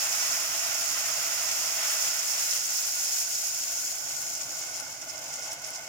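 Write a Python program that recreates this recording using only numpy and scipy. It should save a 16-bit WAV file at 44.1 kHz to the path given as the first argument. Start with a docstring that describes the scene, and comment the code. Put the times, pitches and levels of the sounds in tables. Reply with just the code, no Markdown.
"""A kitchen, with a stereo pair of microphones just above the rim of a steel pot on the hob.
Diced vegetables fry in hot oil: countless steam bubbles burst as a dense hiss over a lower crackle,
with spits and sharp pops. Poured water spreads over the base and cools the oil, so the crackle fades
and the hiss gives way to separate spurts. A simmer rings the air in the pot throughout,
and the room murmurs faintly behind it."""
import sys
import numpy as np
from scipy import signal
from scipy.fft import rfft, irfft
from scipy.io import wavfile
from scipy.ndimage import map_coordinates

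SR = 44100
rng = np.random.default_rng(int(sys.argv[2]) if len(sys.argv) > 2 else 0)


def generate_wav(signal):
    """Clip the signal to [-1, 1] and save it as 16-bit WAV at the path in sys.argv[1]."""
    frames = np.transpose(np.atleast_2d(signal))
    scaled = np.clip(frames, -1, 1) * 32767
    pcm = np.round(scaled).astype(np.int16)
    wavfile.write(sys.argv[1], SR, pcm)


N = 259440
TIME = np.arange(N) / SR

# Tone of the steam hiss at each microphone: frequency_hz, left_db, right_db
HISS_TONE = [(2640, -50, -41.5), (3760, -20, -24.5), (4390, -10.5, -12), (5040, -10, -2.5),
             (5300, -6.5, 0.5), (6420, -6.5, -3.5), (6500, -7, 1), (6830, 0, -3), (7480, -6.5, -5),
             (7700, -7.5, -17), (8670, -11, -17), (9330, -18, -11), (9900, -12, -12.5),
             (10650, -19.5, -14.5), (12500, -17.5, -15.5), (13600, -24.5, -19), (14700, -16, -8.7),
             (15600, -32, -17)]
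# Surges and lulls of the sizzle: start_s, length_s, change_db
SIZZLE_SURGES = [(0.0, 0.37, 1.0), (0.39, 0.2, -0.5), (1.81, 0.28, 1.5), (2.38, 0.19, 1.24),
                 (2.59, 0.14, -1.4), (2.9, .05, -0.5), (3.12, 0.11, 1), (3.242, 0.068, -2),
                 (3.43, 0.056, 0), (3.497, 0.18, -0.9), (3.922, 0.13, -1.5), (4.074, 0.26, 0.6),
                 (4.444, 0.044, -1.5), (4.815, 0.37, -1.5), (4.956, 0.055, -2.5), (5.047, 0.026, -2.5),
                 (5.198, 0.016, -5), (5.408, 0.011, -3), (5.557, 0.056, -3.5), (5.797, 0.13, -2)]
# Tone of the oil crackle: frequency_hz, left_db, right_db
CRACKLE_TONE = [(383, -35.5, -19.5), (532, -2.5, -23), (576, -11.5, -9), (675, 2.5, 2), (753, -5.5, -4),
                (818, -2.5, -2.5), (854, -2.5, -0.5), (950, -19, -8), (985, -9, .5), (1090, -6, -2.5),
                (1170, -8, -0.5), (1366, -3, 5.5), (1384, -4, 5.5), (1520, -6.5, 4.5), (1750, 0.5, -2),
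                (1940, -2.5, 5.5), (2120, -1.5, 3), (2240, 0, 2), (2750, 2, 3.5), (2730, -0.5, 0.5),
                (3300, 0, 0.5), (3770, -4, -3.5), (4360, -14, -9), (5900, -21.5, -37.5)]
# Resonances of the air in the pot: pitch_hz, width_hz, left_db, right_db
POT_RESONANCES = [(530, 25, -1, -17), (620, 19, -1.5, -16), (673, 86, 4, -2), (795, 46, -2.5, -2),
                  (858, 19, -0.5, -1), (995, 23, -5.5, -4), (1120, 76, -16, -5), (1630, 130, -6, -13),
                  (2142, 61, 5.5, 5.5), (2546, 67, -4, -3), (2935, 81, -16, -1), (3197, 62, -1, -8),
                  (3560, 33, -12, -24)]
# Tone of a bursting drop, spit or pop: frequency_hz, left_db, right_db
DROP_TONE = [(1500, -23, -42), (3800, -21, -13), (5230, -5, 10), (6600, 1, 1), (8500, -21, 4.5),
             (9940, 5, -11), (12000, -19, -4), (15000, -16, -8)]
# Tone of the room behind the pot: frequency_hz, left_db, right_db
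ROOM_TONE = [(25, -22, -13), (49, -7, -3), (67, -10.5, -8), (137, 3.5, 3), (226, -10.5, -8),
             (271, 1.5, 4.5), (308, -5.5, -5.5), (316.5, -0.5, 7), (394, -4.5, -6.5), (474, -19, 0),
             (1160, -6, -3.5), (2880, 0, -9), (3840, -26, -42), (12000, -24, -30)]
# Pops of oil, ahead of DROP_TONE (pan is left minus right): start_s, level_db, pan_db, treble_db
OIL_POPS = [(.1164, -26, -4.5, -2), (.8594, -19, -4, -5), (2.509, -14, -4, -6), (2.534, -14, -6, -6),
            (2.827, -19, -3, -8), (3.226, -24, -4, -8), (3.342, -17, -3, -8), (3.916, -19, 2, -11),
            (3.9554, -26, 2, 4), (3.9834, -16, 3, -5), (4.1644, -19, .5, -5), (4.2173, -18, 5, -14),
            (4.351, -14, 11, -14), (4.4324, -16, 6, -9), (4.799, -20, 13, 1), (4.9194, -25, 5, -5),
            (5.1894, -32, -2, 6), (5.5304, -22, 0, 5), (5.6634, -26, 4, 1), (5.672, -26, 10, 3),
            (5.7044, -23, 4, 2)]
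# Spurts of steam where water meets hot metal: peak_s, level_db, pan_db, length_s
STEAM_SPURTS = [(3.877, -37, -2, 0.014), (4.35, -52, 7, 0.028), (4.376, -42, 8, 0.0082),
                (4.418, -35.5, 6, .018), (4.588, -41.5, 6, 0.046), (4.622, -43, -9, .014),
                (4.64, -41, -6, .018), (4.674, -40, -6, .018), (4.765, -41.5, 10, 0.06),
                (4.8, -41, 10, .01), (5.021, -44, -7, 0.024), (5.101, -39.5, -10, .028),
                (5.143, -51, -3, 0.011), (5.159, -44, -11, 0.011), (5.179, -41, -8, .01),
                (5.225, -50.5, -3, .015), (5.264, -44, 1, .035), (5.308, -44, -5, 0.028),
                (5.339, -35, 0, 0.018), (5.359, -37.5, 10, .008), (5.395, -41.5, 2, .012),
                (5.426, -42, -6, 0.03), (5.456, -40.5, 2, 0.043), (5.484, -43.5, -1, .02),
                (5.524, -37.5, 0, 0.029), (5.595, -48, -8, .012), (5.647, -40, -10, 0.016),
                (5.668, -42, 3, .022), (5.688, -46, 16, .01), (5.737, -42, -5, 0.021),
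                (5.759, -36, -1, 0.015), (5.777, -51, 2, 0.011)]

SPREAD_FROM_S, SPREAD_UNTIL_S = 1.88, 3.22  # the water spreads over the base
COOL_AT_S, COOL_S = 4.29, 0.54  # moment of fastest cooling, and its time scale
HISS_BAND_HZ = (4500, 8000)

# Settings that follow the water: hot_oil_db, change_when_wet_db, further_change_when_cooled_db
HISS_DB, HISS_PAN_DB = (-31, 0.74, -16.5), (-1, 2, 0)
FIZZ_DB, SPIT_DB = (-7.5, 0.56, -4), (-17, -2.5, -19)  # both relative to the hiss
SPUTTER_DB = (0.63, 0.6, -0.8)  # depth of the flicker in the hiss
BURST_SPREAD_DB = (1, 0.93, 1.5)  # spread of the steam bubble sizes
CRACKLE_DB = (-44, -2, -14)
SIMMER_DB, CROSS_WAVE_DB = (-53, -3, 4.5), (-53, -1, -0.4)


def undb(db):
    """Decibels to gain."""
    return 10 ** (np.asarray(db) / 20)


def sides(pan_db):
    """Microphone gains for a level difference, left minus right."""
    return undb(np.array([[.5], [-.5]]) * pan_db)


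def butter(order, hz, kind="lowpass"):
    """Sections of a Butterworth filter."""
    return signal.butter(order, hz, kind, fs=SR, output="sos")


def resonate(x, hz, width_hz):
    """One resonance with gain 1 at its centre."""
    return signal.lfilter(*signal.iirpeak(hz, hz / width_hz, SR), x)


def unit(x, band_hz):
    """Scale a stereo sound so that its middle has rms 1 within a band."""
    return x / signal.sosfilt(butter(4, band_hz, "bandpass"), x.mean(axis=0)).std()


def colour(x, tone):
    """Causal filter that gives each channel its curve from a tone table."""
    hz, *channels_db = np.transpose(tone)
    log_f = np.log(np.fft.rfftfreq(N, 1 / SR) + 1)
    gain = undb([np.interp(log_f, np.log(hz), db) for db in channels_db])
    roll_off = np.minimum(log_f - np.log(hz[0]), 0)  # 6 dB an octave below the first point
    cepstrum = irfft(np.log(gain) + roll_off, N)
    cepstrum[:, 1:N // 2] *= 2  # fold to minimum phase
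    cepstrum[:, N // 2 + 1:] = 0
    return irfft(rfft(x, N) * np.exp(rfft(cepstrum)), N)


def walk(rate_hz):
    """A random drift with a spread of 1 that turns about rate_hz times a second."""
    knots = rng.standard_normal(4096)
    drift = np.interp(TIME * rate_hz, np.arange(len(knots)), knots)
    return drift / drift.std()


def hump(at_s, width_s):
    """A smooth rise to 1 and back."""
    return np.exp(-((TIME - at_s) / width_s) ** 2)


def wetted():
    """Share of the base that the water has reached, 0 to 1."""
    return np.interp(TIME, [SPREAD_FROM_S, SPREAD_UNTIL_S], [0, 1])


def cooled():
    """How far the oil has cooled, 0 to 1 along an S-curve."""
    return 1 / (1 + np.exp((COOL_AT_S - TIME) / COOL_S))


def quenched(hot_db, wet_db, cool_db):
    """A level that shifts as the water spreads, and again as the oil cools."""
    return hot_db + wet_db * wetted() + cool_db * cooled()


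def surge_db(edge_s=0.012):
    """The sizzle steps up or down for a moment, holds, and returns."""
    return sum(db * np.clip(np.minimum(TIME - start_s, start_s + length_s - TIME) / edge_s + .5, 0, 1)
               for start_s, length_s, db in SIZZLE_SURGES)


def share_lows(x, hz):
    """Long waves reach both microphones alike, short ones unrelated."""
    likeness = .93 / (1 + (np.fft.rfftfreq(N, 1 / SR) / hz) ** 3)
    mid = irfft(rfft(x[0] + x[1]) * np.sqrt(1 + likeness), N)
    side = irfft(rfft(x[0] - x[1]) * np.sqrt(1 - likeness), N)
    return np.array([mid + side, mid - side]) / 2


def right_later(x, lag_s=.00008):
    """The pot reaches the right microphone a moment after the left."""
    delay = np.exp(-2j * np.pi * np.fft.rfftfreq(N, 1 / SR) * lag_s)
    return np.array([x[0], irfft(rfft(x[1]) * delay, N)])


def bursts(rate_hz, spread_db):
    """Bubbles burst as clicks at random moments: most are small, a few are large."""
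    struck = rng.random(N) < rate_hz / SR
    size = undb(spread_db * np.minimum(rng.exponential(size=N), 6))
    return struck * size * rng.choice([-1, 1], N)


def in_pot(rate_hz, spread_db, ring_s, wall_db, shared_hz=1500, spots=6):
    """Bursts at several spots reach the microphones directly and as echoes off the steel wall."""
    t = np.arange(1024) / SR
    echoes = rng.standard_normal((spots, 2, len(t))) * np.exp(-t / ring_s)
    echoes /= np.linalg.norm(echoes, axis=2, keepdims=True)
    direct = np.arange(len(t)) == rng.integers(0, 12, size=(spots, 2, 1))
    spectra = rfft(direct + undb(wall_db) * echoes)
    # over the whole pot the echoes favour no frequency
    paths = irfft(spectra / np.sqrt(np.mean(np.abs(spectra) ** 2, axis=0)))
    at_mics = sum(signal.oaconvolve(bursts(rate_hz / spots, spread_db)[None], path, axes=1)[:, :N]
                  for path in paths)
    return share_lows(at_mics, shared_hz)


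def steam_hiss():
    """Tiny steam bubbles burst in sputtering swarms; the finest fizz dies first as the oil cools."""
    bubbles = in_pot(rate_hz=14000, spread_db=quenched(*BURST_SPREAD_DB), ring_s=0.0054,
                     wall_db=-0.5, spots=8)
    hiss = colour(bubbles, HISS_TONE)
    fizz = signal.sosfiltfilt(butter(4, 8500, "highpass"), hiss)
    body = unit(hiss - fizz, HISS_BAND_HZ)
    fizz = unit(fizz, (9000, 15500))
    # while the oil cools fastest, a whistling band takes energy from the broad hiss
    whistle = unit(resonate(body, hz=6830, width_hz=1300), HISS_BAND_HZ)
    share = undb(-23 + 15.5 * hump(at_s=4.06, width_s=0.68))
    body = (body + share * whistle) / np.sqrt(1 + share + share ** 2)
    # the swarms flicker and wander from one side of the pot to the other
    depth_db = quenched(*SPUTTER_DB)
    sputter_db = depth_db * (0.79 * walk(rate_hz=51) + 0.47 * walk(rate_hz=170))
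    body = body * undb(-1.04 + sputter_db) * sides(2.0 * depth_db * walk(rate_hz=36))
    fizz = fizz * undb(quenched(*FIZZ_DB) + 0.12 * sputter_db + 0.82 * walk(rate_hz=90)) * sides(2.3)
    follow_water = sides(quenched(*HISS_PAN_DB))
    return (body + fizz) * undb(quenched(*HISS_DB) + surge_db()) * follow_water


def oil_crackle(swell, drowned_db=-11.5, stir_db=-37.0):
    """Larger bubbles crackle in the oil until the water drowns them, the deepest first."""
    bubbles = in_pot(rate_hz=6000, spread_db=2.0, ring_s=0.0084, wall_db=5.0, shared_hz=1250)
    crackle = unit(right_later(colour(bubbles, CRACKLE_TONE)), (2300, 3600))
    deep = signal.sosfiltfilt(butter(2, 2000), crackle)
    crackle = crackle - deep + deep * undb(drowned_db * wetted())
    # a spurt of steam as strong as stir_db stirs up the crackle again in the cooled oil
    stirred = 1 + 2 * np.tanh(swell.mean(axis=0) / undb(stir_db)) * cooled() ** 2
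    flutter_db = .7 * walk(rate_hz=40)
    return crackle * stirred * undb(quenched(*CRACKLE_DB) + surge_db() + flutter_db)


def steamed(ringing, rise=.018, waver=0.00694):
    """The pot rings lower in dry air; steam raises the pitch and its swirls make it waver."""
    speed = 1 - rise * (1 - wetted()) + waver * walk(rate_hz=12)
    position = np.cumsum(speed)
    return np.array([map_coordinates(channel, [position], order=1, mode="mirror") for channel in ringing])


def simmer(swell, flicker_db=0.94, surge_share=0.7, stir_db=-31):
    """Bubbling between the vegetables rings the air in the pot, and takes over from the crackle."""
    bubbles = in_pot(rate_hz=4500, spread_db=2.0, ring_s=0.0022, wall_db=-1.0, shared_hz=1450)
    bubbles *= 1 + swell.mean(axis=0) / undb(stir_db)  # each spurt of steam stirs the liquid

    def ring(hz, width_hz):
        """The bubbling moves about, so each resonance flickers on its own."""
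        return resonate(bubbles * undb(flicker_db * walk(rate_hz=50)), hz, width_hz)

    air = sum(undb([[left_db], [right_db]]) * ring(hz, width_hz)
              for hz, width_hz, left_db, right_db in POT_RESONANCES)
    air = signal.sosfilt(butter(3, 480, "highpass"), air)  # little radiates below the lowest resonance
    air = unit(right_later(air), (580, 900))
    # the wave that swings across the pot is louder and later at the right microphone
    cross_wave = sides(-14) * ring(hz=1476, width_hz=78)
    cross_wave = unit(right_later(cross_wave, lag_s=.00016), (1350, 1580))
    ringing = air * undb(quenched(*SIMMER_DB)) + cross_wave * undb(quenched(*CROSS_WAVE_DB))
    return steamed(ringing) * undb(surge_share * surge_db())


def oil_spits(cluster_db=3):
    """Small droplets spit in irregular clusters among the hiss."""
    droplets = in_pot(rate_hz=130, spread_db=2.5, ring_s=0.00095, wall_db=2, spots=5)
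    spits = signal.sosfilt(butter(2, 7500), colour(droplets, DROP_TONE))
    spits = unit(spits * undb(cluster_db * walk(rate_hz=22)), HISS_BAND_HZ)
    return spits * undb(quenched(*HISS_DB) + surge_db() + quenched(*SPIT_DB))


def kitchen_murmur(level_db=-60.5, dip_db=-4.5):
    """Faint, low room tone behind the pot; its level dips for a while."""
    murmur = colour(share_lows(rng.standard_normal((2, N)), hz=900), ROOM_TONE)
    return unit(murmur, (90, 380)) * undb(level_db + dip_db * hump(at_s=3.08, width_s=0.93))


def oil_pops(rise_s=0.00046, crack_s=0.0013, ring_s=0.011, ring_db=-14):
    """A drop bursts with a short crack, dull or bright, that rattles briefly round the pot."""
    t = np.arange(2048) / SR
    decay = np.exp(-t / crack_s) + undb(ring_db) * np.exp(-t / ring_s)
    envelope = (1 - np.exp(-t / rise_s)) * decay
    envelope /= envelope.max()
    pops = np.zeros((2, N + len(t)))
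    for start_s, level_db, pan_db, treble_db in OIL_POPS:
        start = int(start_s * SR)
        noise = rng.standard_normal((2, len(t)))
        dull = signal.sosfiltfilt(butter(4, 8000), noise)
        crack = dull + undb(treble_db) * (noise - dull)
        pops[:, start:start + len(t)] += undb(level_db) * sides(pan_db) * envelope * crack
    return colour(pops[:, :N], DROP_TONE) / 2


def spurt_swell(stutter_db=1.3):
    """Strength of the spurts at each microphone: each flares to a peak and stutters as it vents."""
    swell = np.zeros((2, N))
    for peak_s, level_db, pan_db, length_s in STEAM_SPURTS:
        near = np.abs(TIME - peak_s) < 2 * length_s
        flare = np.exp(-np.abs(2 * (TIME[near] - peak_s) / length_s) ** 1.5)
        swell[:, near] += undb(level_db) * sides(pan_db) * flare
    return swell * undb(stutter_db * walk(rate_hz=400))


def steam_spurts(swell):
    """Pockets of water flash to steam in short puffs."""
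    bubbles = in_pot(rate_hz=14000, spread_db=-0.5, ring_s=0.0013, wall_db=-3)
    puff = signal.sosfilt(butter(2, [4700, 9500], "bandpass"), colour(bubbles, HISS_TONE))
    return swell * unit(puff, HISS_BAND_HZ)


def scene():
    """The pot close under the microphones, with the kitchen behind it."""
    swell = spurt_swell()
    bed = steam_hiss() + oil_crackle(swell) + simmer(swell) + oil_spits() + kitchen_murmur()
    return bed + oil_pops() + steam_spurts(swell)


def record(dry, top_hz=15850):
    """The recorder cuts the top steeply."""
    return signal.sosfilt(signal.ellip(12, .1, 80, top_hz, fs=SR, output="sos"), dry)


dry = scene()
out = record(dry)
generate_wav(out)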